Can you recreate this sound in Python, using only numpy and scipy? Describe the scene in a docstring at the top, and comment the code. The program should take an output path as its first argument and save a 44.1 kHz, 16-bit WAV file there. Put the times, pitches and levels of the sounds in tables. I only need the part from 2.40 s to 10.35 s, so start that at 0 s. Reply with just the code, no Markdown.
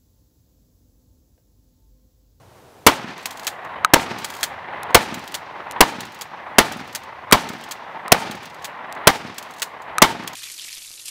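"""Light wind rumbles on the microphone at the edge of a wood, then a pump shotgun is fired nine times.
Each blast is an overloading burst of noise with a buzz off ground and trunks; decaying bands of noise
and delayed thumps and slaps answer from the trees and banks, and a dull roll swells until the next shot.
Between shots the slide scrapes, shaped noise and ringing modes make its steel contacts, and empty hulls
crack and pop on the gravel, while the recorder's gain control creeps back up."""
import sys
import numpy as np
from scipy import signal
from scipy.fft import rfft, irfft, next_fast_len
from scipy.io import wavfile
from scipy.ndimage import uniform_filter1d

SR = 44100
rng = np.random.default_rng(int(sys.argv[2]) if len(sys.argv) > 2 else 0)


def transcribe(signal):
    """Save signal, clipped to [-1, 1], as a 16-bit WAV file at the path in sys.argv[1]."""
    frames = np.atleast_2d(signal).T
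    limited = np.clip(frames, -1, 1)
    pcm = np.round(limited * 32767).astype(np.int16)
    wavfile.write(sys.argv[1], SR, pcm)


N = 350595
TIME = np.arange(N) / SR

# Scene levels stand ahead of the recorder's gain; spectra give only a shape, as noise is set to rms 1.
# shots: start_s, blast_db, overload_s, buzz_db, buzz_delay_s, scatter_db, woods_db
SHOTS = [(0.4660, 11, 0.0086, -5.5, 0.012, -5.5, -14.5), (1.5359, 9.5, 0.009, -7.5, 0.023, -14.5, -12),
         (2.5465, 17.5, 0.0096, -6, 0.0072, -9.5, -13), (3.4066, 16, 0.0085, -5.5, 0.0062, -11.5, -15),
         (4.184, 10, .0078, -10, 0.0073, -8, -15), (4.9242, 14.5, 0.0076, -5.5, 0.011, -9.5, -14.5),
         (5.7200, 18.5, 0.007, -12.5, 0.024, -15, -14), (6.672, 18.5, 0.0073, -8.5, 0.0099, -8.5, -15),
         (7.6197, 15.5, 0.0078, -7.5, 0.0061, -6, -14.5)]
# pump strokes: slide_start_s, back_stop_s, stop_db, rebound_after_s, slam_s, slam_db, scrape_db
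PUMPS = [(0.77, 0.856, -9, .051, 1.068, -7.5, -51), (1.774, 1.8444, -9, .057, 2.0297, -5, -46),
         (2.724, 2.7414, -17, .05, 2.942, -11, -51), (3.58, 3.605, -16, .046, 3.8107, -16, -57),
         (4.31, 4.3206, -17, .048, 4.5489, -11.5, -56), (5.07, 5.0888, -18.5, .044, 5.3105, -14, -59),
         (5.9, 5.9105, -17, .041, 6.2437, -15.5, -61), (6.93, 6.981, -14, .045, 7.219, -8, -54),
         (7.805, 7.875, -13, .056, 8.11, -10, -65)]
# noise of steel on steel: pitch_hz, relative_db
STEEL_NOISE = [(290, -26), (500, -9), (1620, -2.5), (2840, -4), (4390, -1.5), (5700, -7), (7190, -4),
               (9200, -9.5), (15100, -11.5), (16000, -8.5)]


def from_db(db):
    """Turn decibels into an amplitude factor."""
    return 10 ** (np.asarray(db) / 20)


def rms_one(x):
    """Scale a signal to rms 1."""
    return x / np.sqrt(np.mean(x ** 2) + 1e-20)


def at_hz(points, hz):
    """Read a curve of (hz, value) points, straight between them on a log frequency axis."""
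    point_hz, value = np.array(points).T
    return np.interp(np.log(hz), np.log(point_hz), value)


def clicks(times, heights):
    """One sample for each event."""
    out = np.full(N, 1e-18)
    np.add.at(out, (np.asarray(times) * SR).astype(int), heights)
    return out


def dying(pulses, t60):
    """Each pulse starts an exponential decay of 60 dB in t60 seconds."""
    return signal.lfilter([1], [1, -from_db(-60 / (t60 * SR))], pulses)


def ring(pulses, hz, t60):
    """A unit click sets a decaying sine of starting height 1 ringing."""
    r = from_db(-60 / (t60 * SR))
    w = 2 * np.pi * hz / SR
    return signal.lfilter([0, np.sin(w)], [1, -2 * r * np.cos(w), r * r], pulses)


def drift(rate_hz):
    """Slow random wander with spread 1, made at one fortieth of the sample rate."""
    r = np.exp(-80 * np.pi * rate_hz / SR)
    noise = rng.standard_normal(N // 40 + 2002)
    slow = signal.lfilter([1], [1, -2 * r, r * r], noise)[2000:]   # skip the filter's start
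    return np.interp(np.arange(N) / 40, np.arange(len(slow)), rms_one(slow))


def coloured(spectrum):
    """Steady noise of the given spectrum, rms 1."""
    size = next_fast_len(N)
    hz = np.maximum(np.arange(size // 2 + 1) * SR / size, 1)
    shaped = rfft(rng.standard_normal(size)) * from_db(at_hz(spectrum, hz))
    return rms_one(irfft(shaped, size)[:N])


def after_shots(response):
    """The same answer follows every shot, scaled by that shot's woods level."""
    size = next_fast_len(N + len(response))
    start = clicks([row[0] for row in SHOTS], from_db([row[6] for row in SHOTS]))
    return irfft(rfft(start, size) * rfft(response, size), size)[:N]


def wind_and_low_tails():
    """Lumpy wind rumble, mostly below 150 Hz, joined by the low rumbling tail of each shot."""
    # light wind on the microphone: time_s, level_db
    gusts = [(0.0, -64), (0.6, -65), (1.1, -58), (1.9, -55), (2.6, -56), (2.85, -63), (3.3, -58),
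             (4.0, -61), (4.8, -56), (5.3, -65), (6.2, -58), (7.0, -67), (7.45, -64), (7.52, -54),
             (7.95, -62)]
    s, level_db = np.transpose(gusts)
    tail_db, tail_t60_s = -32, .65   # level over the shot's woods level
    low_tails = after_shots(from_db(tail_db - 60 * TIME[:SR] / tail_t60_s))
    level = from_db(np.interp(TIME, s, level_db)) + low_tails
    rumble = coloured([(15, -44), (40, -15.5), (85, 0), (130, -1), (250, -27), (1000, -85)])
    return level * from_db(1.3 * drift(4.9)) * rumble


def open_air():
    """A faint bed of noise, strongest between 400 and 800 Hz, wavers slightly in level."""
    # background spectrum: pitch_hz, relative_db
    air_spectrum = [(60, -18), (150, -9), (400, -3.5), (800, -4.5), (2000, -18), (5000, -23.5),
                    (16000, -30.5)]
    return from_db(-59 + 1.0 * drift(3)) * coloured(air_spectrum)


def muzzle():
    """The blast holds for a few ms, bright first, then deep; ground and trunks send back a buzz near 1 kHz."""
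    # spectrum of the deep blast: pitch_hz, relative_db
    blast_spectrum = [(20, -29.5), (60, -12.5), (200, -0.5), (900, -1), (2500, -7), (6000, -13),
                      (16000, -22)]
    # spectrum of the bright scatter: pitch_hz, relative_db
    scatter_spectrum = [(35, -34), (60, -27), (635, -14.5), (1110, -2.5), (1540, -5.5), (2290, -4),
                        (2580, -22), (2900, -7.5), (12600, -27.5), (16000, -26.5)]
    buzz_hz, buzz_width_hz, buzz_end_s = 960, 330, .033   # end counted from the shot
    crack, boom, ground, rush = np.zeros((4, N))
    for s, blast_db, overload_s, buzz_db, delay_s, rush_db, _ in SHOTS:
        t = TIME - s
        rise = np.exp(np.minimum(t, 0) / .00013)
        hold = from_db(blast_db) * rise * np.exp(-np.maximum(t - overload_s, 0) / 0.0005)
        crack += hold * np.exp(-t.clip(0) / 0.0021)
        boom += hold
        swell = 1 / (1 + np.exp(np.clip((delay_s - t) / .001, -50, 50)))
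        end = np.exp(-np.maximum(t - buzz_end_s, 0) / .002)
        ground += swell * from_db(buzz_db - 120 * (t - delay_s).clip(0)) * end
        rush += np.where(t > 0, from_db(rush_db - 480 * (t - overload_s).clip(0)), 0)
    narrow = ring(rng.standard_normal(N), buzz_hz, 2.4 / buzz_width_hz)
    buzz = np.tanh(1.3 * rms_one(narrow))   # the strained capsule evens the swing
    buzz = buzz - 0.55 * (buzz ** 2 - np.mean(buzz ** 2))   # and sharpens the rarefactions
    bright = coloured([(300, -16), (2500, 1), (8000, -3.5), (16000, -4.5)])
    blast = boom * coloured(blast_spectrum) + from_db(-5.5) * crack * bright
    return blast + ground * buzz + rush * coloured(scatter_spectrum)


def woods():
    """Scatter from the trees dies band by band, quick then slow; the treble swells again from the crowns."""
    # spectrum of the scatter: pitch_hz, relative_db
    woods_spectrum = [(24, -54), (40, -20), (189, -3), (354, -1.5), (630, -2), (917, 7), (988, -8),
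                      (1300, -5), (1670, -7.5), (4790, -18.5), (16000, -38.5)]
    # decay scale, shortened or stretched below for the quick and slow parts: pitch_hz, decay_scale_s
    woods_decay = [(50, .5), (200, 0.73), (500, 0.46), (1000, 0.38), (2500, 1), (5000, 0.89), (9000, 0.44),
                   (15000, 0.45)]
    start = clicks([row[0] + 0.014 for row in SHOTS], from_db([row[6] for row in SHOTS]))
    noise, out = [coloured(woods_spectrum), coloured(woods_spectrum)], 0
    edges = 35 * 2 ** np.arange(0, 9.1, .5)   # half-octave bands
    for k, (low, high) in enumerate(zip(edges, edges[1:])):
        band_filter = signal.butter(2, [low, high], "band", fs=SR, output="sos")
        band = signal.sosfilt(band_filter, noise[k % 2])   # neighbours use separate noises
        decay_s = at_hz(woods_decay, np.sqrt(low * high))
        quick = from_db(-4.5) * dying(start, .2 * decay_s)
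        slow = from_db(-8.5) * dying(start, 1.685 * decay_s)
        out = out + band * (quick + slow)
    crowns_s, crowns_width_s = 0.078, 0.032   # peak after the shot and width of the swell
    crowns = after_shots(from_db(-21) * np.exp(-((TIME[:SR // 4] - crowns_s) / crowns_width_s) ** 2))
    treble = coloured([(1000, -18.5), (3000, 1.5), (8000, -4.5), (16000, -18.5)])
    return out * from_db(2.1 * drift(30)) + crowns * treble


def echoes():
    """Each reflector returns a soft low thump and a short slap of the middle range."""
    # banks, stands of trees and the backstop answer every shot alike: delay_s, thump_db, slap_db
    reflectors = [(.030, -14, -21), (0.042, -17, -8), (0.055, -27, -14), (.062, -15, -8.5),
                  (.082, -25, -11), (.100, -30, -27), (.128, -20, -14), (0.144, -20, -22), (.166, -29, -35),
                  (.176, -9.5, -15), (.191, -29, -20.5), (0.209, -18.5, -17.5), (.225, -15, -16),
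                  (.236, -18, -29), (0.251, -22.5, -24.5)]
    # low modes of the thump: pitch_hz, relative_db, t60_s
    thump_modes = [(140, -7, 0.024), (235, 2.5, .065), (310, -1, 0.035)]
    delay_s, thump_db, slap_db = np.transpose(reflectors)
    soft = signal.lfilter([.05], [1, -.95], clicks(delay_s, from_db(thump_db)))
    thump = sum(from_db(level_db) * ring(soft, hz, t60) for hz, level_db, t60 in thump_modes)
    thump = signal.sosfilt(signal.butter(3, [110, 450], "band", fs=SR, output="sos"), thump)
    smear = dying(dying(clicks(delay_s, from_db(slap_db)), 0.021), 0.021) / 60
    middle = coloured([(300, -21), (700, -0.5), (1000, -1), (2000, -5.5), (4000, -24), (9000, -45.5)])
    return after_shots((thump + smear * middle)[:SR // 2])


def far_roll():
    """Distant slopes return a dull, lumpy rush that is reset at each shot and swells until the next."""
    # spectrum of the distant rush: pitch_hz, relative_db
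    far_spectrum = [(88, -46.5), (150, -12.5), (298, -13.5), (449, -9.5), (489, -9), (891, 0), (1060, -1.5),
                    (1390, -9), (2030, -8), (2210, -13.5), (3890, -27), (4460, -35.5), (9000, -70.5),
                    (11700, -99), (19800, -120)]
    roll_db, swell_db_per_s = -27, 6.5   # just after a shot, over its woods level; growth until the next
    s, woods_db = np.transpose(SHOTS)[[0, 6]]
    last = np.maximum(np.searchsorted(s, TIME) - 1, 0)
    after_first = np.clip((TIME - s[0]) / .05, 0, 1)
    level_db = woods_db[last] + roll_db + swell_db_per_s * (TIME - s[last])
    return after_first * from_db(level_db + 2.0 * drift(43)) * coloured(far_spectrum)


def slide():
    """The action bars scrape along the receiver in dense, uneven ticks."""
    stroke = np.zeros(N)
    for start_s, _, _, _, slam_s, _, scrape_db in PUMPS:
        inside_s = np.minimum(TIME - start_s, slam_s + .012 - TIME)
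        stroke += from_db(scrape_db) * np.clip(inside_s / .03, 0, 1)
    heights = from_db(2.1 * np.minimum(rng.exponential(1, N), 3))
    ticks = (rng.random(N) < 150 / SR) * heights   # about 150 a second
    grit = rms_one(dying(ticks + 1e-18, .04) + 0.39)
    return stroke * grit * coloured(STEEL_NOISE)


def contacts():
    """Every steel contact of the action as rows: time_s, level_db, decay_scale_s."""
    # small ticks of the action, unlocking among them: time_s, level_db
    small_ticks = [(0.7781, -30), (0.8265, -34), (0.9717, -26), (0.9946, -25.5), (1.0316, -29),
                   (1.2466, -38.5), (1.784, -20), (1.938, -26), (1.9494, -26), (1.965, -28), (2.5042, -40),
                   (2.8394, -34), (2.876, -23), (3.72, -32), (3.745, -30), (4.401, -37), (4.4757, -33),
                   (4.634, -33.5), (5.21, -33), (5.238, -25.5), (6.0297, -31), (6.0543, -27), (6.099, -37),
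                   (6.1434, -33.5), (6.549, -40.5), (6.9434, -36), (7.1085, -30), (7.1372, -30),
                   (7.1631, -38), (7.183, -31), (7.4195, -36.5), (7.8341, -35)]
    # rebound after the back stop: level_under_stop_db, decay_scale_s
    rebound_db, rebound_decay_s = (-12.5, .055)
    # carrier before the slam, lock after it: lag_s, level_under_slam_db, decay_scale_s
    carrier, lock = (-.022, -17, .045), (.0075, -5, .055)
    stop_decay_s, slam_decay_s, tick_decay_s = .053, .047, .05
    rows = [(s, db, tick_decay_s) for s, db in small_ticks]
    for _, stop_s, stop_db, rebound_s, slam_s, slam_db, _ in PUMPS:
        rows.append((stop_s, stop_db, stop_decay_s))
        rows.append((slam_s, slam_db, slam_decay_s))
        rows.append((stop_s + rebound_s, stop_db + rebound_db, rebound_decay_s))
        rows += [(slam_s + lag_s, slam_db + db, decay_s) for lag_s, db, decay_s in (carrier, lock)]
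    return [row for row in rows if row[0] < (N - 100) / SR]


def action():
    """Each contact is a quick clatter of steel with a fainter rattle after it, ringing the receiver's modes."""
    # modes of the receiver: pitch_hz, relative_db, t60_s
    steel_modes = [(3290, -5, 0.034), (4700, -22, 0.019), (5240, -14.5, 0.021), (6440, -8, .04),
                   (7860, -17.5, .03)]
    rows = contacts()
    envelope = np.zeros(N)
    for s, level_db, decay_s in rows:
        i = int(s * SR)
        t = TIME[:min(SR // 4, N - i)]
        clatter = from_db(-60 * t / (.5 * decay_s))
        rattle = from_db(-17 - 60 * t / (1.83 * decay_s))
        tail = from_db(-40 - 60 * t / (7.0 * decay_s))
        rise = 1 - np.exp(-t / 0.0011)
        envelope[i:i + len(t)] += from_db(level_db - 5.5) * (clatter + rattle + tail) * rise
    grain = from_db(np.repeat(rng.uniform(-4, 4, N // 24 + 1), 24)[:N])   # tiny uneven contacts
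    out = envelope * grain * coloured(STEEL_NOISE)
    s, level_db, _ = np.transpose(rows)
    chance_db = rng.normal(0, 1.44, (len(s), len(steel_modes)))   # every contact excites the modes unevenly
    for k, (hz, mode_db, t60) in enumerate(steel_modes):
        strikes = clicks(s + 0.001192, from_db(level_db + mode_db - 10.5 + chance_db[:, k]))
        out += ring(strikes, hz, t60)
    return out


def hulls():
    """A sharp crack of brass on stone, a faint rattle and the hollow pop of the plastic tube."""
    # empty hulls landing: time_s, crack_db, hollow_ring_db
    landings = [(1.4476, -9.5, 0.5), (2.4321, -23.5, -32), (3.3115, -22.5, -41), (3.3212, -32, -41),
                (4.9129, -21, -11.5), (5.681, -29.5, -22), (6.5253, -24.5, -37), (7.5831, -14, -8)]
    # modes of the hollow tube: pitch_hz, relative_db, t60_s
    tube_modes = [(1280, -3, .035), (1480, -5, .014), (2300, -9, .008), (3900, -11, .010)]
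    s, crack_db, ring_db = np.transpose(landings)
    hit = clicks(s, from_db(crack_db))
    brass = coloured([(900, -29.5), (1600, -1), (3500, -3.5), (9000, -2.5), (16000, -16.5)])
    crack = (dying(hit, 0.0059) + from_db(-23) * dying(hit, .03)) * brass
    pop = sum(ring(clicks(s, from_db(ring_db + mode_db)), hz, t60) for hz, mode_db, t60 in tube_modes)
    return crack + signal.sosfilt(signal.butter(4, 1000, "high", fs=SR, output="sos"), pop)


def scene():
    """Everything that reaches the single microphone."""
    shots = muzzle() + woods() + echoes() + far_roll()
    handling = slide() + action() + hulls()
    return (wind_and_low_tails() + open_air() + shots + handling)[None]


def record(dry):
    """Loud sound pulls the gain down in ms and it climbs back slowly; the input clips; the top is cut."""
    threshold_db, gain_range_db, release_db_per_s, attack_s = -9, 12.5, 6.5, 0.0064
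    level_db = 10 * np.log10(uniform_filter1d(dry ** 2, 128) + 1e-12)
    cut_db = np.clip(3.6 * (level_db - threshold_db), 0, gain_range_db)
    # the deepest cut so far is held, easing off at the release rate
    climb_db = release_db_per_s * TIME
    held_db = np.maximum.accumulate(cut_db + climb_db, axis=1) - climb_db
    r = np.exp(-1 / (attack_s * SR))
    held_db = signal.lfilter([1 - r], [1, -r], np.maximum(held_db, 0))
    clipped = np.clip(dry * from_db(gain_range_db - 3 - held_db), -.94, .94)
    top_cut = signal.cheby2(16, 55, 16150, fs=SR, output="sos")   # 55 dB down from 16150 Hz up
    return np.clip(signal.sosfilt(top_cut, clipped), -1, 1)


dry = scene()
out = record(dry)
transcribe(out)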